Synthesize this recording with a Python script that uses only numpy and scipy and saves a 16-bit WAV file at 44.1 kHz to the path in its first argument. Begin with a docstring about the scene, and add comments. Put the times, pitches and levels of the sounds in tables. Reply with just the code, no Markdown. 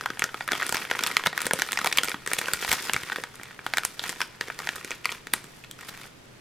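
"""Sharp ticks, short pops and soft thuds come first: creases snap through in a strip of small clear plastic bags.
The bags, filled with resin beads, are pulled along by hand close to a phone; each snap excites damped modes.
With each stroke of the hand the film crackles and the beads slide, as random impulses set resonances ringing.
Decaying noise gives the reply of a small room, above coloured noise for its air and a sine for a faint mains hum."""
import sys
import numpy as np
from scipy import signal
from scipy.fft import rfft, irfft
from scipy.io import wavfile
from scipy.ndimage import uniform_filter1d

SR = 44100
rng = np.random.default_rng(int(sys.argv[2]) if len(sys.argv) > 2 else 0)


def put_to_file(sound):
    """Save the sound as 16-bit audio at rate SR, in the file named by the first command-line argument."""
    columns = np.atleast_2d(sound).T  # one column per channel
    safe = np.clip(columns, -1, 1)
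    whole_steps = np.round(safe * 32767)
    wavfile.write(sys.argv[1], SR, whole_steps.astype(np.int16))


N = 282522
TIME = np.arange(N) / SR  # s, whole scene
AGE = np.arange(2048) / SR  # s, one short sound
# reference length for burst levels, and run-up of faint noise before a tick's crack, which falls with its pop
SNAP_SECONDS = .005


def undb(db):
    """Level and amplitude: 20 dB is a factor of ten in gain."""
    return 10 ** (np.asarray(db) / 20)


def unit(x):
    """Normalisation: division by the root mean square gives rms 1."""
    return x / np.sqrt(np.mean(x ** 2))


def burst(x, db):
    """Energy level: the energy of a short sound, spread over the reference length, is scaled to this level."""
    energy = np.mean(np.sum(x ** 2, axis=-1))
    return x * undb(db) * np.sqrt(SNAP_SECONDS * SR / energy)


def add(out, sound, s):
    """Superposition: a short sound is summed in at its time."""
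    start = max(int(s * SR), 0)
    part = sound[..., :N - start]
    out[:, start:start + part.shape[-1]] += part


def convolve(x, response):
    """Linear system: each sample of x launches the response; the length is kept."""
    return signal.oaconvolve(np.atleast_2d(x), np.atleast_2d(response), axes=-1)[:, :x.shape[-1]]


def colour(x, points, size=2048):
    """Minimum phase: a folded cepstrum turns a curve through (f/Hz, level/dB) into a causal filter."""
    hz, db = np.transpose(points)
    bins = np.maximum(np.fft.rfftfreq(size, 1 / SR), 1)
    gain = undb(np.interp(np.log(bins), np.log(hz), db))
    cepstrum = irfft(np.log(gain))
    cepstrum[1:size // 2] *= 2
    cepstrum[size // 2 + 1:] = 0
    return convolve(x, irfft(np.exp(rfft(cepstrum))))


def highpass(x, hz):
    """Second-order high-pass: response falls by 12 dB per octave well below hz."""
    return signal.sosfilt(signal.butter(2, hz, "high", fs=SR, output="sos"), x)


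def resonate(x, hz, q):
    """Resonance: a band-pass with gain 1 at its centre and a quality factor of at least 1."""
    return signal.lfilter(*signal.iirpeak(hz, max(q, 1), fs=SR), x)


def ring(hz, t60):
    """Modal decay: a struck mode is a sine that falls by 60 dB in t60 seconds."""
    return np.sin(2 * np.pi * hz * AGE) * np.exp(-np.log(1000) * AGE / t60)


def stereo(mid, side, side_db):
    """Mid-side stereo: left and right share one part and carry the other in opposition."""
    return mid + undb(side_db) * side * np.array([[1], [-1]])


def clicks(rate, spread_db):
    """Random impulse train: many small and a few large impulses, rate per second, at rms 1."""
    place, strength, side = rng.random((int(rate * N / SR), 3)).T
    size_db = spread_db * np.minimum(-np.log(1 - strength), np.pi)
    out = np.zeros(N)
    out[(place * N).astype(int)] = np.sign(side - .5) * undb(size_db)
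    return unit(out)


# spectrum of the quiet room air: f/Hz, relative level/dB
AIR_SPECTRUM = [(20, -2.5), (45, -9), (90, -4.5), (140, 1), (220, -4), (400, -6.5), (800, -12.5),
                (2000, -14), (6000, -23), (12000, -32), (16000, -42)]
AIR_DB = -50.5
HUM_HZ, HUM_DB = 124.2, -64


def background():
    """Diffuse noise: room air is alike on both sides in the bass; a steady sine is the mains hum."""
    mid, side = rng.standard_normal((2, N))
    air = unit(colour(stereo(mid, highpass(side, hz=230), side_db=-0.5), AIR_SPECTRUM))
    hum = unit(np.sin(2 * np.pi * HUM_HZ * TIME))
    return undb(AIR_DB) * air + undb(HUM_DB) * hum


# colour of the room's reply: f/Hz, relative level/dB
ROOM_SPECTRUM = [(80, -9.5), (300, -4), (700, -1), (1300, -4), (2100, -2.5), (4000, 1), (9000, 1),
                 (16000, -8)]


def room(x, t60=0.46, treble_t60=0.26, treble_hz=5000, wet_db=-11, near_s=0.014, near_db=3):
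    """Reverberation: early returns from hands and table, then a furnished room's tail whose treble dies first."""
    t = np.arange(SR // 2) / SR
    noise = stereo(*rng.standard_normal((2, len(t))), side_db=-34.0)
    # filtered forwards and backwards, so that the treble subtracts in phase
    treble = highpass(highpass(noise, treble_hz)[:, ::-1], treble_hz)[:, ::-1]
    low_tail = (noise - treble) * np.exp(-np.log(1000) * t / t60)
    treble_tail = treble * np.exp(-np.log(1000) * t / treble_t60)
    near = undb(near_db) * noise * np.exp(-t / near_s)
    onset = 1 - np.exp(-t / 0.00017)
    response = colour((low_tail + treble_tail + near) * onset, ROOM_SPECTRUM)
    response = response / np.sqrt(np.sum(response ** 2) / 2)
    return undb(wet_db) * convolve(x.mean(axis=0), response)


def gesture(start, end, attack_s, release_s):
    """Exponential envelope: effort builds up, holds and dies away with these time constants."""
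    attack = 1 - np.exp(-np.maximum(TIME - start, 0) / attack_s)
    return attack * np.exp(-np.maximum(TIME - end, 0) / release_s)


# movements of the hand: start t/s, end t/s, film flexing level/dB, beads sliding level/dB (before the mix in scene)
HAND_STROKES = [(0, 0.027, -39, -49), (.04, 0.103, -45, -60), (0.188, 0.255, -40, -56),
                (0.32, 0.427, -55, -50.5), (0.496, 0.836, -37.5, -42.5), (0.887, 1.198, -34.5, -43.5),
                (1.34, 1.475, -36.5, -45.5), (1.527, 1.71, -42.5, -44), (1.7, 2.101, -39, -45),
                (2.279, 2.56, -36, -42), (2.587, 2.89, -37.5, -38), (2.927, 3.2, -42.5, -45.5),
                (3.31, 3.498, -51, -59), (3.64, 3.992, -50, -51.5), (4.01, 4.119, -36.5, -41),
                (4.166, 4.232, -41.5, -46.5), (4.402, 4.533, -46, -53), (4.576, 4.8, -42, -48.5),
                (4.838, 4.948, -46.5, -52), (5.038, 5.143, -42.5, -48.5), (5.34, 5.374, -44, -51),
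                (5.42, 5.595, -57.5, -58), (5.779, 6.06, -47.5, -51.5)]
# the grip, never quite still, loosens: t/s, film flexing level/dB, beads sliding level/dB (before the mix in scene)
RESTING_GRIP = [(0, -52, -54), (3.9, -51.5, -59.5), (5.5, -60, -61.5), (6.4, -62, -67)]
STROKE_ATTACK_S, STROKE_RELEASE_S = 0.0095, 0.037  # time constants
SETTLE_DB, SETTLE_S = -20.5, 0.019  # flexing after a snap: level relative to its pop, time constant


def handling():
    """Power addition: resting grip, strokes of the hand and settling after snaps sum as squared amplitudes."""
    times, *levels = np.transpose(RESTING_GRIP)
    flex, slide = (undb(np.interp(TIME, times, db)) ** 2 for db in levels)
    for start, end, flex_db, slide_db in HAND_STROKES:
        effort = gesture(start, end, STROKE_ATTACK_S, STROKE_RELEASE_S)
        flex = flex + (undb(flex_db) * effort) ** 2
        slide = slide + (undb(slide_db) * effort) ** 2
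    jolts = np.zeros(N)
    for s, panel_db, *_ in CREASES:
        jolts[int(s * SR)] = undb(panel_db + SETTLE_DB)
    settling = signal.lfilter([1], [1, -np.exp(-1 / (SETTLE_S * SR))], jolts)
    return np.sqrt(flex + settling ** 2), np.sqrt(slide)


def catching(hold_s=.009, depth_db=1.73):
    """Stick-slip: the film sticks and lets go, so its rustle comes in uneven spurts; a gain of rms 1."""
    hold = int(hold_s * SR)
    steps = np.repeat(rng.standard_normal(N // hold + 1), hold)
    smooth = uniform_filter1d(steps, hold // 2)[:N]
    return unit(undb(depth_db * smooth))


# spectrum of fingertips on pouches: f/Hz, relative level/dB
RUB_SPECTRUM = [(40, -27), (80, -14.5), (150, -2), (260, 2.5), (420, 5), (650, -3.5), (1100, -3.5),
                (3000, -49)]


def fingers():
    """Low-frequency friction: fingertips push and drag the heavy pouches in dense, soft, low bumps."""
    mid, side = (colour(clicks(rate=450, spread_db=4.0), RUB_SPECTRUM) for _ in range(2))
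    return unit(stereo(mid, side, side_db=-12))


# fingers knocking and gripping the pouches: t/s, level/dB, pitch f/Hz
POUCH_KNOCKS = [(1.271, -33, 175), (1.455, -35, 200), (1.537, -33, 151), (2.538, -44, 80), (2.691, -37, 80),
                (2.728, -38, 107), (2.944, -37.5, 119), (2.96, -35, 121), (3.034, -38, 141)]


def bumps(cycles=5.0):
    """Heavy damping: a whole pouch jolts in the hand with a dull knock that dies within a few cycles."""
    out = np.zeros((2, N))
    for s, db, hz in POUCH_KNOCKS:
        knock = highpass(ring(hz, cycles / hz), hz=.6 * hz)
        add(out, burst(knock, db), s)
    return out


# spectrum of the sliding beads: f/Hz, relative level/dB
SLIDE_SPECTRUM = [(400, -24), (1200, 1), (2500, 4), (3600, 2), (5800, 0.5), (7500, -2.5), (9500, -4.5),
                  (12000, -4), (14500, -4), (16000, -14)]


def sliding(count=12, contact_s=0.0009):
    """Granular contact: beads tick on each other and the film, each kind of contact with its own brief ring."""
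    out = 0
    for hz in np.geomspace(1800, 12000, count):
        noise = rng.standard_normal((2, len(AGE))) * np.exp(-AGE / contact_s)
        mid, side = resonate(noise, hz, q=1)
        contact = stereo(mid, highpass(side, hz=3550), side_db=-3)
        hits = clicks(rate=190, spread_db=4.5)
        out = out + convolve(np.tile(hits, (2, 1)), contact)
    return unit(colour(out, SLIDE_SPECTRUM))


# short slips of film over beads: t/s at the middle, half length t/s, level/dB (hiss_db trims the beads)
FILM_SLIPS = [(.747, 0.0044, -27), (1.262, 0.0065, -28.5), (1.457, 0.0038, -31), (2.693, 0.0056, -27.5),
              (2.712, 0.0062, -29.5), (2.73, 0.0082, -27.5), (3.848, 0.001, -37), (4.039, 0.0051, -42),
              (5.891, 0.0061, -36)]


def scrapes(film_db=0, hiss_db=-1):
    """Dense impulses merge into noise: the film slips in a spurt, its contacts too close to tell apart."""
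    swell = sum(undb(db) * np.exp(-((TIME - s) / half_s) ** 2) for s, half_s, db in FILM_SLIPS)
    film = unit(resonate(clicks(rate=4800, spread_db=2.0), hz=1590, q=1))
    hiss = stereo(*rng.standard_normal((2, N)), side_db=-2)
    beads = unit(colour(hiss, TICK_SPECTRUM))
    return swell * (undb(film_db) * film + undb(hiss_db) * beads)


def crackle(count=24, tick_db=-12, tick_spread_db=2.5):
    """Superposed small snaps: tiny creases in panels of different sizes each give a small pop and tick."""
    out = 0
    for hz in np.geomspace(1150, 2800, count):
        kink_db = tick_db + tick_spread_db * rng.standard_normal()
        panel = burst(ports(pop(hz), lag_s=3.2e-5), 0)
        kink = burst(tick(tick_pitch(kink_db), 0), kink_db)
        hits = clicks(rate=17, spread_db=5.0)
        out = out + convolve(np.tile(hits, (2, 1)), panel + kink)
    return unit(out)


def ports(x, lag_s=1.8e-5):
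    """Arrival-time difference: a panel to one side reaches one microphone sooner, as a scaled derivative."""
    difference = lag_s * SR / 2 * rng.standard_normal() * np.gradient(x, axis=-1)
    return stereo(x, difference, side_db=-4.0)


def stutter(x, span_s, slip_db, count=3):
    """Stepwise buckling: a crease gives way in a main jump and a few weaker slips."""
    steps = np.zeros(len(AGE))
    slots = (rng.random(count) * span_s * SR).astype(int)
    steps[slots] = undb(slip_db) * rng.standard_normal(count)
    steps[0] = 1
    return convolve(x, steps)


# resonances of the bags that every pop stirs: f/Hz, decay by 60 dB t/s, mean-square level/dB before the high-pass
BAG_RESONANCES = [(950, 0.024, -27.5), (1420, 0.027, -22), (1857, 0.031, -24), (2179, 0.032, -30),
                  (2300, 0.017, -24.5), (3367, 0.01, -21)]


def pop(hz, t60=0.0034, rise_s=0.00037, overtone_db=-9, undertone_db=-10, leak_hz=650):
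    """Snap-through: a flipping panel excites damped modes and the bags; being small it radiates little bass."""
    damping, upper, lower = np.exp(0.28 * rng.standard_normal(3))
    panel = ring(hz, t60 * damping)
    panel += undb(overtone_db) * ring(1.44 * hz * upper, 0.0042)
    panel += undb(undertone_db) * ring(0.62 * hz * lower, 0.0066)
    bags = sum(undb(db) * rng.standard_normal() * ring(f, decay) for f, decay, db in BAG_RESONANCES)
    return highpass((panel + bags) * (1 - np.exp(-AGE / rise_s)), leak_hz)


# a crease with a strong tick for its pop is a tight one and sounds higher
TICK_HZ, TICK_OCTAVES_PER_DB, TICK_LOW_HZ, TICK_HIGH_HZ = 8050, 0.1, 4350, 9000


def tick_pitch(tightness_db):
    """Tension and pitch: a tick sounds higher the further it stands above its pop, within limits."""
    return np.clip(TICK_HZ * 2 ** (TICK_OCTAVES_PER_DB * tightness_db), TICK_LOW_HZ, TICK_HIGH_HZ)


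# spectrum of a tick, also of the beads' hiss in scrapes: f/Hz, relative level/dB
TICK_SPECTRUM = [(600, -0.5), (2000, -5.5), (3500, 3), (5800, -1), (7200, -3), (8900, -2.5), (11500, -2.5),
                 (14500, -2), (16000, -17)]
TICK_Q, TIGHT_TICK_Q = 0.81, 3.6  # ends of the sharpness line, lowest to highest tick; resonate floors it at 1


def kink_colour(x, hz, broad_db=-10):
    """Quality factor: a kink rings over its broad crack, more sharply the tighter and higher it is."""
    q = np.interp(hz, [TICK_LOW_HZ, TICK_HIGH_HZ], [TICK_Q, TIGHT_TICK_Q])
    return colour(resonate(x, hz, q) + undb(broad_db) * x, TICK_SPECTRUM)


def tick(hz, lead_s, crack_s=0.00028, flutter_s=0.0032, flutter_db=-19.5, swell_db=-21, swell_s=0.0018):
    """Transient noise: it swells briefly into a sharp crack, then flutters away; ports differ in the top treble."""
    t = AGE - lead_s
    before = undb(swell_db) * np.exp(-abs(t) / swell_s)
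    after = np.exp(-abs(t) / crack_s) + undb(flutter_db) * np.exp(-abs(t) / flutter_s)
    mid, side = rng.standard_normal((2, len(AGE))) * np.where(t < 0, before, after)
    return kink_colour(stereo(mid, highpass(side, hz=7940), side_db=-2.5), hz)


# creases snapping through: t/s, panel pop level/dB, panel pitch f/Hz, tick level/dB, pouch thud level/dB
# (levels before the trims pop_db, tick_db and thud_db)
CREASES = [(0.01, -29.5, 1460, -40, -45), (.0596, -20, 1450, -32.5, -42), (.103, -27, 1430, -39, -31.5),
           (.1722, -37, 1580, -62, -58), (0.1945, -27.5, 2140, -29.5, -43),
           (0.2213, -17.5, 1780, -36.5, -32), (.2405, -21.5, 1480, -25, -32), (.2905, -36, 1460, -60, -58),
           (0.344, -27, 1320, -44.5, -34), (.408, -25.5, 1620, -47, -42), (.424, -38, 1600, -56, -53),
           (0.4779, -27, 1340, -35.5, -42), (0.4882, -23.5, 1590, -48, -46), (.5135, -27, 1500, -41, -38),
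           (.5191, -21, 1620, -27.5, -28), (0.5321, -22, 1230, -37, -29), (0.5522, -27, 1340, -46, -47),
           (0.6006, -29, 1960, -51, -50), (0.613, -28, 1650, -46, -45), (0.622, -22.5, 1570, -44, -45),
           (0.6282, -23, 1620, -33.5, -40), (.6661, -33, 1690, -30.5, -42), (.6929, -27.5, 1320, -28, -47),
           (0.725, -24, 1550, -26, -30.5), (.745, -24.5, 1840, -30, -31), (0.7558, -25.5, 2060, -46, -47),
           (0.769, -25.5, 2200, -32, -46), (.8517, -32, 1670, -49, -49), (.913, -18, 1490, -28.5, -26.5),
           (0.9511, -26.5, 1840, -50, -41), (.9913, -23, 1990, -33, -39), (1.037, -21.5, 2460, -25, -40),
           (1.0645, -23.5, 2540, -30, -42), (1.0714, -32, 3470, -27.5, -46),
           (1.1683, -13.5, 2170, -21.5, -34), (1.1964, -30, 1280, -48, -44),
           (1.238, -28.5, 1600, -39.5, -40), (1.2615, -16, 1770, -38, -26), (1.2697, -18, 2000, -24.5, -22),
           (1.3294, -29, 1370, -44, -38), (1.3775, -20.5, 1770, -30, -51), (1.405, -30, 2130, -36, -43),
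           (1.4176, -31, 2050, -27.5, -50), (1.467, -24.5, 1630, -26, -25.5), (1.51, -18, 1590, -35, -27),
           (1.5345, -23.5, 1500, -22, -19.5), (1.5897, -27.5, 1470, -34, -34),
           (1.597, -27, 2310, -31.5, -47), (1.6202, -18, 1820, -23.5, -34.5), (1.6884, -29, 1790, -42, -55),
           (1.72, -27.5, 1710, -29, -43), (1.7307, -28, 1980, -28.5, -43), (1.7736, -20.5, 2220, -37, -43),
           (1.789, -22.5, 1500, -31.5, -37), (1.8141, -26.5, 1170, -36, -35),
           (1.8454, -20, 2030, -25.5, -31), (1.86, -23, 1650, -29, -51), (1.8667, -24, 1350, -31, -27),
           (1.8725, -20.5, 2170, -26.5, -34), (1.915, -31, 1900, -46, -50),
           (1.9264, -22.5, 2330, -26.5, -43), (1.9734, -21.5, 2570, -23.5, -51),
           (1.9851, -14, 2280, -21.5, -25.5), (2.034, -22.5, 1700, -26, -36), (2.045, -30, 1910, -30, -35),
           (2.0534, -37, 2120, -36, -46), (2.0764, -32, 2300, -39, -54), (2.0845, -27, 1910, -32, -32),
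           (2.0948, -37, 2210, -33, -54), (2.1168, -27.5, 2020, -38, -48), (2.1437, -27, 1020, -44, -30),
           (2.2631, -30, 1600, -36, -41), (2.2752, -26.5, 1860, -30, -33.5), (2.3156, -25, 1660, -40, -29),
           (2.3341, -23, 2100, -23, -37), (2.3855, -29, 2400, -32, -44), (2.3884, -25.5, 2060, -26, -37),
           (2.4144, -26.5, 1540, -37, -36.5), (2.458, -32, 2900, -40, -50), (2.484, -22.5, 1530, -34, -30),
           (2.5351, -22, 2700, -22, -37), (2.6257, -28.5, 1820, -38, -33), (2.648, -26, 1850, -33.5, -30),
           (2.6785, -28.5, 1500, -52, -41), (2.716, -18, 2170, -24, -30), (2.7284, -22.5, 1490, -23, -33),
           (2.7342, -25, 1730, -29, -36), (2.8962, -21.5, 1690, -38, -31),
           (2.9347, -23.5, 2620, -23.5, -39), (2.9432, -24, 2030, -34, -34),
           (2.9642, -20.5, 1470, -34, -38), (3.034, -31.5, 2800, -38.5, -39),
           (3.0992, -27.5, 1490, -52, -42), (3.12, -24.5, 1600, -43, -41), (3.1285, -31, 1520, -44, -44),
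           (3.1604, -25.5, 1620, -38, -42), (3.1845, -34.5, 1540, -49, -29.5),
           (3.2377, -27.5, 1620, -37.5, -47), (3.3559, -52, 1970, -46, -55), (3.3975, -39, 1480, -60, -46),
           (3.4335, -38, 2140, -40.5, -62), (3.5094, -41, 1590, -65, -56), (3.5916, -36.5, 1530, -65, -44),
           (3.6649, -23.5, 1370, -33, -36), (3.737, -20.5, 1950, -27.5, -42),
           (3.7715, -19.5, 1890, -27, -39), (3.783, -19.5, 1600, -25, -38.5),
           (3.8347, -29.5, 1570, -40, -46), (3.8505, -29, 1730, -21.5, -42),
           (3.9942, -27.5, 3400, -33.5, -42), (4.039, -29.5, 1600, -34.5, -50),
           (4.0936, -30.5, 2030, -31.5, -35.5), (4.1277, -36, 1800, -47, -58),
           (4.2053, -24, 1660, -35, -47), (4.216, -20.5, 2440, -32.5, -41),
           (4.4106, -23.5, 1935, -30, -33.5), (4.4834, -36.5, 2000, -43.5, -37),
           (4.501, -27, 1460, -49, -55), (4.59, -31, 2000, -34.5, -39.5), (4.602, -32, 1310, -44, -44),
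           (4.6723, -25.5, 1730, -36.5, -47), (4.6903, -23, 1730, -31, -38), (4.758, -55, 3110, -37, -61),
           (4.8115, -39, 2400, -56, -54), (4.847, -33.5, 2370, -36.5, -35.5),
           (4.9073, -31.5, 2210, -34.5, -36.5), (4.9158, -28, 2450, -42, -40.5),
           (5.0455, -33, 2700, -43, -57), (5.0557, -18.5, 2150, -28.5, -43), (5.0922, -27, 2200, -56, -58),
           (5.1185, -34, 2400, -39, -50), (5.1225, -32, 2650, -36.5, -42),
           (5.2706, -34.5, 1620, -42.5, -42), (5.3367, -22, 2000, -19, -32), (5.3392, -25, 1000, -40, -31),
           (5.4424, -44.5, 1500, -46.5, -41.5), (5.6392, -41, 2430, -52, -57),
           (5.6454, -43.5, 2080, -51, -59), (5.7121, -39.5, 3200, -40, -60), (5.81, -43, 2110, -45.5, -60),
           (5.888, -43, 1000, -50, -48), (5.9753, -43, 2010, -49, -60), (6.0145, -41.5, 1920, -51, -62)]


def snaps(pop_db=0, tick_db=2.0, thud_db=-2.2, thud_hz=425, thud_t60=0.014, close_db=-28, closeness=0.45):
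    """Direct and reverberant field: each crease gives tick, pop and thud, split into direct and room sound."""
    direct, spread = np.zeros((2, 2, N))
    for s, panel_db, panel_hz, kink_db, pouch_db in CREASES:
        thud = highpass(ring(thud_hz * np.exp(0.22 * rng.standard_normal()), thud_t60), hz=168)
        panel = ports(stutter(pop(panel_hz), span_s=0.0032, slip_db=-13))
        polarity = rng.choice([-1, 1])
        body = polarity * (burst(panel, panel_db + pop_db) + burst(thud, pouch_db + thud_db))
        kink_hz = tick_pitch(kink_db - panel_db)
        kink = stutter(tick(kink_hz, SNAP_SECONDS), span_s=.002, slip_db=-12.5)
        add(direct, body, s)
        # started early by its run-up, so that the crack meets the pop
        add(direct, burst(kink, kink_db + tick_db), s - SNAP_SECONDS)
        # summed over all directions, the ragged colour of a single tick evens out
        even_tick = kink_colour(signal.unit_impulse(len(AGE)), kink_hz, broad_db=-5)
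        # the loudest creases are those nearest the microphone, so they sound drier
        dry_db = closeness * max(max(panel_db, kink_db) - close_db, 0)
        room_tick = burst(even_tick, kink_db + tick_db - dry_db)
        add(spread, undb(-dry_db / 2) * body + room_tick, s)
    return direct, spread


def scene(crackle_db=-2, beads_db=0.2, fingers_db=-12.0):
    """Superposition of sources: snaps, scrapes and bumps over the rustle of the handled bags, in the room."""
    flex, slide = handling()
    film = flex * (undb(crackle_db) * crackle() + undb(fingers_db) * fingers())
    beads = slide * undb(beads_db) * sliding()
    handled = scrapes() + bumps() + (film + beads) * catching()
    direct, spread = snaps()
    return direct + handled + room(spread + handled) + background()


def record(dry, top_hz=16200):
    """Limits of the channel: the phone clips at full scale and cuts the top with a steep low-pass."""
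    low_pass = signal.ellip(8, .2, 70, top_hz, fs=SR, output="sos")
    return signal.sosfilt(low_pass, np.clip(dry, -1, 1))


dry = scene()
out = record(dry)
put_to_file(out)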